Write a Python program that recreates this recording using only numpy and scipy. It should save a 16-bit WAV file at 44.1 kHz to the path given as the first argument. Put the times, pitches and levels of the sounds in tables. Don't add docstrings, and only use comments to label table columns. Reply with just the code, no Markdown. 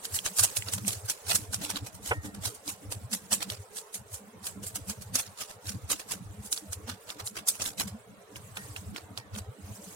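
import sys
import numpy as np
from scipy import signal
from scipy.fft import rfft, irfft, next_fast_len
from scipy.io import wavfile
from scipy.ndimage import uniform_filter1d, map_coordinates

SR = 44100
rng = np.random.default_rng(int(sys.argv[2]) if len(sys.argv) > 2 else 0)


def unload_wav(signal):
    wavfile.write(
        sys.argv[1],
        SR,
        np.round(np.clip(np.atleast_2d(signal).T, -1, 1) * 32767).astype(np.int16),
    )


N = 438794
T = np.arange(N) / SR
LEFT_LAG = 9


def amp(db):
    return 10 ** (np.asarray(db) / 20)


def unit(x):
    return x / np.sqrt(np.mean(x ** 2) + 1e-20)


def along(points, hz):
    freqs, values = np.transpose(points)
    return np.interp(np.log(hz + 1), np.log(freqs + 1), values)


def filtered(x, response):
    size = next_fast_len(N + 8192)
    return irfft(rfft(x, size) * response(np.fft.rfftfreq(size, 1 / SR)), size)[..., :N]


def coloured(x, spectrum):
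    return unit(filtered(x, lambda hz: amp(along(spectrum, hz))))


def wobble(rate):
    return map_coordinates(rng.standard_normal(int(N * rate / SR) + 4), [T * rate])


def patched(x, depth_db, window=256, patch=(6, 5)):
    spectra = signal.stft(x, nperseg=window)[2]
    field = rng.standard_normal(spectra.shape[1:])
    field = uniform_filter1d(uniform_filter1d(field, patch[0], 0), patch[1], 1)
    gain = amp(depth_db * np.minimum(unit(field), 1.5))
    return unit(signal.istft(spectra * gain, nperseg=window)[1][:, :N])


def grains(spread_db, likeness):
    size = amp(np.minimum(spread_db * rng.exponential(size=N), 16))
    paths = rng.standard_normal((3, N))
    turn = np.arcsin(likeness)
    right = size * paths[0]
    left = size * (np.sin(turn) * paths[0] + np.cos(turn) * paths[1])
    return unit(np.array([np.roll(left, LEFT_LAG), right]))


# (frequency [Hz], likeness [0..1])
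PORT_LIKENESS = [(60, 0.74), (300, 0.79), (640, 0.61), (1400, 0)]

def ambient_noise(spectrum, depth_db, patch):
    def mid_side_gain(hz):
        turn = np.arccos(along(PORT_LIKENESS, hz)) / 2
        return amp(along(spectrum, hz)) * [np.cos(turn), np.sin(turn)]
    noise = patched(rng.standard_normal((2, N)), depth_db, window=1024, patch=patch)
    mid, side = filtered(noise, mid_side_gain)
    return unit(np.array([mid + side, mid - side]))


# (frequency [Hz], relative level [dB])
ROOM_SPECTRUM = [(100, -42), (330, -14), (420, 11), (520, 5.5), (1000, 1.5), (2000, -7.5), (4000, -14),
                 (16000, -87)]

def room():
    return amp(-55.5) * ambient_noise(ROOM_SPECTRUM, depth_db=4.5, patch=(3, 4))


# (frequency [Hz], relative level [dB])
RUMBLE_SPECTRUM = [(25, -42), (60, -14), (100, 0), (150, -11.5), (200, 0.5), (250, -16.5), (300, -6.5),
                   (360, -26.5), (500, -79)]
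# (time [s], level [dB])
RUMBLE_LEVELS = [(0.0, -56), (0.55, -62.5), (0.88, -46), (1.11, -78), (1.33, -57), (1.47, -49),
                 (2.85, -51.5), (3.18, -56.5), (3.49, -45.5), (3.71, -62.5), (4.82, -49.5), (5.43, -65.5),
                 (5.82, -49), (7.54, -55), (7.87, -51), (8.12, -60.5), (8.64, -50), (9.95, -52)]

def rumble():
    lumps = ambient_noise(RUMBLE_SPECTRUM, depth_db=12, patch=(3, 3))
    throb_db = 5 * np.minimum(wobble(13), 1)
    return amp(np.interp(T, *np.transpose(RUMBLE_LEVELS)) + throb_db) * lumps


# (first swell [s], last swell [s], pitch [Hz], level [dB])
HUM_RUNS = [(0.138, 0.139, 94, -36.5), (0.32, 0.32, 195, -46), (0.42, 0.419, 99, -31.5),
            (0.595, 1.05, 100.5, -37), (1.284, 1.569, 97, -38.5), (1.35, 1.351, 203, -40),
            (1.83, 1.831, 101.6, -32.5), (2.115, 2.186, 94.5, -31.5), (2.274, 2.275, 200, -44.5),
            (2.475, 2.474, 103, -35), (2.891, 3.05, 102, -36), (3.136, 3.136, 198, -35),
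            (3.331, 3.332, 214, -37.5), (3.524, 3.604, 108, -37), (4.139, 4.139, 98, -39),
            (4.36, 4.52, 94, -54), (4.22, 4.42, 207, -49), (4.595, 4.635, 206, -48),
            (4.669, 4.898, 98, -41), (4.901, 4.9, 188, -37), (4.99, 5.15, 101, -42),
            (5.154, 5.155, 262, -41), (5.682, 5.847, 98, -36), (6.307, 6.396, 95, -39),
            (6.706, 6.85, 94, -38), (6.892, 6.893, 216, -40), (7.238, 7.237, 101, -40.5),
            (7.797, 7.95, 194, -38.5), (7.928, 7.928, 89, -38), (8.369, 8.525, 103, -44.5),
            (8.714, 8.875, 93.5, -38.5), (9.045, 9.12, 98, -45), (9.193, 9.193, 108, -42),
            (9.34, 9.493, 95, -35), (9.375, 9.374, 220, -37.5), (9.648, 9.717, 94, -38.5)]

def mains_hum(gap_s=0.077):
    lead = SR // 10
    out, t = np.zeros((2, N + SR)), np.arange(-lead, lead) / SR
    for first, last, hz, db in HUM_RUNS:
        for peak_s in np.linspace(first, last, round((last - first) / gap_s) + 1):
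            phase = rng.random()
            port_phase, glide, detune, size_db = rng.normal(0, [0.074, 4.3, 0.058, 0.59])
            swell = np.sqrt(2) * amp(db + size_db - 12.3 * np.abs(t / 0.019) ** 1.07)
            cycles = hz * (1 + detune) * t * (1 + glide * t * 100 / hz) + phase
            tone = np.sin(2 * np.pi * (cycles + port_phase * np.array([[.5], [-.5]])))
            out[:, round(peak_s * SR):][:, :len(t)] += swell * tone
    return out[:, lead:lead + N]


# (time [s], knock level [dB], ring level [dB])
RIM_TAPS = [(2.107, -26, -38), (2.24, -52, -51), (8.566, -47, -42.5), (9.17, -55, -49)]
# (frequency [Hz], relative level [dB])
KNOCK_SPECTRUM = [(300, -22), (520, 4.5), (660, -3.5), (820, 3), (1100, -7), (1450, 1.5), (1900, -7),
                  (2500, -4), (3300, -15.5), (4500, -53)]

def glass(ring_hz=1857, ring_s=0.41):
    out, t = np.zeros(N + SR), np.arange(SR // 2) / SR
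    squash = coloured(rng.standard_normal(N), KNOCK_SPECTRUM)
    push = (t / 0.0076) ** 2 * np.exp(2 - t / 0.0099 * 2)
    ring = amp(-60 * t / ring_s) * (1 - np.exp(-t / 0.0083)) * np.sin(2 * np.pi * ring_hz * t)
    for start_s, knock_db, ring_db in RIM_TAPS:
        at = slice(round(start_s * SR), round(start_s * SR) + len(t))
        out[at] += amp(knock_db) * push * squash[at] + amp(ring_db) * ring
    return np.array([np.roll(out, LEFT_LAG), out])[:, :N]


# (time [s], level [dB])
POWDER_LEVELS = [(0, -47.5), (.64, -48), (1.2, -53), (2, -59), (4.3, -60), (4.7, -57), (5.1, -59.5),
                 (7, -58.5), (7.7, -76), (7.95, -65), (8.54, -58), (8.62, -47), (8.85, -54), (9.05, -66),
                 (9.5, -66), (9.77, -47.5), (9.95, -53.5)]
# (frequency [Hz], relative level [dB])
POWDER_SPECTRUM = [(1500, -2.5), (4000, -7.5), (8000, 2.5), (16000, -8.5)]

def powder():
    flicker_db = 2.5 * wobble(25)
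    sift = patched(grains(spread_db=1.5, likeness=0.031), depth_db=4.5)
    return amp(np.interp(T, *np.transpose(POWDER_LEVELS)) + flicker_db) * coloured(sift, POWDER_SPECTRUM)


# (time [s], level [dB], centre pitch [Hz])
CREASE_POPS = [(0.0532, -17.5, 4200), (0.189, -15, 3170), (0.2647, -25, 2770), (0.393, -7, 7500),
               (0.435, -16, 8200), (0.5685, -15.5, 3100), (0.623, -19.5, 3050), (0.6857, -20, 5200),
               (0.7353, -18.5, 3200), (0.849, -25, 2460), (0.879, -11.5, 8750), (0.9065, -21, 2980),
               (0.9304, -22, 3400), (1.0978, -9, 6650), (1.301, -15, 3900), (1.357, -8, 6570),
               (1.5433, -12.5, 6600), (1.7022, -18, 6900), (1.7586, -18.5, 3850), (2.678, -16.5, 5020),
               (3.13, -15.5, 4500), (3.328, -10, 4450), (3.4272, -15.5, 6800), (3.5006, -13.5, 3740),
               (3.7852, -23, 4320), (3.9441, -19.5, 6950), (4.468, -23.5, 4400), (4.7565, -27, 7030),
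               (4.8965, -20, 6900), (5.1547, -9, 6800), (5.1934, -18, 6340), (5.67, -22.5, 4440),
               (5.6934, -18, 5430), (5.917, -16.5, 5670), (6.119, -14.5, 7000), (6.5274, -11.5, 4940),
               (6.5755, -18, 4150), (6.731, -17.5, 7100), (7.102, -19.5, 3530), (7.274, -21, 4450),
               (7.4836, -16.5, 8900), (7.6077, -23, 3000), (7.6195, -13, 6950), (7.661, -22, 4100),
               (7.7977, -16.5, 4080), (8.358, -26, 2800), (8.5705, -18, 2980), (8.7625, -19.5, 2930),
               (8.9613, -18.5, 2620), (9.1753, -16.5, 3540), (9.3513, -26, 3200)]
# (frequency [Hz], relative level [dB])
GRANULE_SPECTRUM = [(1200, -19.5), (2500, -2), (4000, -0.5), (8000, 5.5), (11000, 2.5), (16000, -11.5)]

def creases(modes=7):
    out, t = np.zeros((2, N + SR)), np.arange(SR // 15) / SR
    scatter = coloured(rng.standard_normal((2, N + SR)), GRANULE_SPECTRUM)
    attack = 1 - np.exp(-t / 0.00063)
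    for start_s, db, centre_hz in CREASE_POPS:
        at = slice(round(start_s * SR), round(start_s * SR) + len(t))
        mode_hz = centre_hz * np.exp(rng.normal(0, 0.17, (modes, 1)))
        phase = rng.normal(0, 0.067, (modes, 1)) + rng.normal(0, 0.18, (2, modes, 1))
        ring = np.sin(2 * np.pi * (mode_hz * t + phase)).sum(1) / np.sqrt(modes) * amp(-60 * t / 0.0086)
        noise = uniform_filter1d(rng.standard_normal(len(t)), size=3) * np.sqrt(3)
        crack = 0.41 * noise * amp(-60 * t / 0.0023)
        pouch_hz = 1500 * np.exp(rng.normal(0, 0.26))
        pouch = 0.5 * np.sin(2 * np.pi * pouch_hz * t) * amp(-60 * t / 0.0047)
        loose = centre_hz / 6000 * amp(-15.5 - 60 * t / 0.056) * scatter[:, at]
        out[:, at] += amp(db) * attack * (ring + crack + pouch + loose)
    return np.array([np.roll(out[0], LEFT_LAG), out[1]])[:, :N]


# (peak time [s], level [dB], width [ms], brightness [dB])
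SACHET_JERKS = [(0.052, -35, 20, 1), (0.156, -28.5, 36, 5.5), (0.263, -28, 26.5, -2.5),
                (0.396, -22, 39, 4.5), (0.44, -16.5, 17.5, -0.5), (0.571, -24.5, 19, 4),
                (0.684, -39, 32, -8), (0.737, -28.5, 26, 3), (0.783, -42, 11, -10), (0.883, -29.5, 32, 4.5),
                (0.925, -35, 47, -0.5), (1.058, -43, 16, 6), (1.102, -27, 27.5, -0.5),
                (1.31, -24.5, 51, -5.5), (1.355, -21.5, 23, 2), (1.541, -30, 26, -0.5),
                (1.642, -32.5, 46, -7.5), (1.704, -30, 19.5, -9), (1.766, -38, 27, -14),
                (1.869, -42.5, 29, -2), (1.95, -48.5, 34, 5), (2.076, -36, 64, 0), (2.256, -44, 40, 0),
                (2.35, -39.5, 7, -7), (2.459, -30.5, 46, -0.5), (2.553, -47.5, 23, 8), (2.694, -35, 50, 1),
                (2.923, -34, 24, 0.5), (3.137, -29, 32, 2.5), (3.333, -21.5, 27, 1.5),
                (3.423, -36, 23, -15.5), (3.516, -40.5, 59, -7), (3.776, -39, 45, 5.5),
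                (3.953, -38, 32, 7.5), (4.144, -41, 44, 9), (4.466, -34, 41, 3), (4.639, -40, 19, 4),
                (4.673, -38, 32, 7.5), (4.759, -27.5, 14, -1), (4.899, -33.5, 33.5, 0.5),
                (5.022, -42, 19, -1), (5.157, -23.5, 23, -1.5), (5.195, -28, 31, -1.5),
                (5.267, -45.5, 17, -5), (5.412, -36, 48, -5), (5.504, -46.5, 49, -5),
                (5.69, -38.5, 63, -2.5), (5.915, -23.5, 27.5, -1), (6.003, -39.5, 28, -5),
                (6.117, -32.5, 42, -3.5), (6.462, -44.5, 48, 5), (6.528, -31.5, 21, 12.5),
                (6.573, -38.5, 27, 5), (6.729, -37.5, 21, 6), (6.896, -38, 29, -15),
                (7.104, -41.5, 43, -7.5), (7.202, -44, 28.5, -16), (7.27, -38, 28, 11.5),
                (7.374, -38, 35, -9), (7.488, -21, 21, 6.5), (7.555, -40.5, 20, 0), (7.619, -34, 39, -8.5),
                (7.666, -33, 51, 0.5), (7.803, -27, 30, -0.5), (7.883, -44, 30, -5), (8.366, -46, 28, -3),
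                (8.573, -41.5, 26, -8), (8.772, -47.5, 22, -16), (8.972, -48.5, 39, -18),
                (9.18, -48, 31, -11), (9.355, -45.5, 32, -13), (9.383, -38, 19, -5)]
# (frequency [Hz], relative level [dB])
POUCH_SPECTRUM = [(300, -6), (550, -1.5), (900, -3), (1500, -1.5), (2300, -15), (3500, -18.5)]

def jerk_envelopes(rise_share=0.49):
    lead = SR // 10
    power, t = np.zeros((3, N + SR)), np.arange(-lead, SR // 3) / SR
    stragglers = (t > 0) * amp(-17.5 - 60 * t / 0.35)
    for peak_s, db, width_ms, bright_db in SACHET_JERKS:
        from_peak = np.abs(t) * 1000 / (width_ms * np.where(t < 0, rise_share, 1 - rise_share))
        swarm = amp(-9.1 * from_peak ** np.where(t < 0, 1.35, 1.1)) + stragglers
        body_db = -41 + 0.83 * (db + 30) - 0.66 * bright_db
        gains = amp([body_db, db - bright_db / 2, db + bright_db / 2])
        power[:, round(peak_s * SR):][:, :len(t)] += np.outer(gains, swarm) ** 2
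    return np.sqrt(power)[:, lead:lead + N]


def sachet(split_hz=5500):
    body_env, low_env, high_env = jerk_envelopes()
    hits = grains(spread_db=3.0, likeness=0.019)
    hits = patched(hits, depth_db=4.5, window=512, patch=(3, 4)) * amp(1.53 * wobble(220))
    running_power = np.abs(uniform_filter1d(np.mean(hits ** 2, 0), SR // 40))
    hits = hits / np.sqrt(running_power + 1e-9)
    rattle = coloured(hits, GRANULE_SPECTRUM)
    highs = filtered(rattle, lambda hz: 1 / (1 + (split_hz / (hz + 1)) ** 5))
    body = coloured(hits, POUCH_SPECTRUM)
    clumps = unit(amp(3.07 * np.minimum(wobble(160), 2)))
    return high_env * highs + clumps * (low_env * (rattle - highs) + body_env * body)


def scene():
    return sachet() + creases() + powder() + glass() + mains_hum() + rumble() + room()


# (frequency [Hz], left minus right [dB])
PORT_BALANCE = [(100, 0.5), (300, -2), (2400, -1.5), (4200, -7), (6400, -2), (9000, -5), (15000, 5.5)]

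def record(dry, top_hz=16000):
    def response(hz):
        balance_db = along(PORT_BALANCE, hz) * np.array([[.5], [-.5]])
        cut_db = np.clip((hz - top_hz) / 8, 0, 120)
        return amp(balance_db - cut_db)
    return filtered(dry, response)


dry = scene()
out = record(dry)
unload_wav(out)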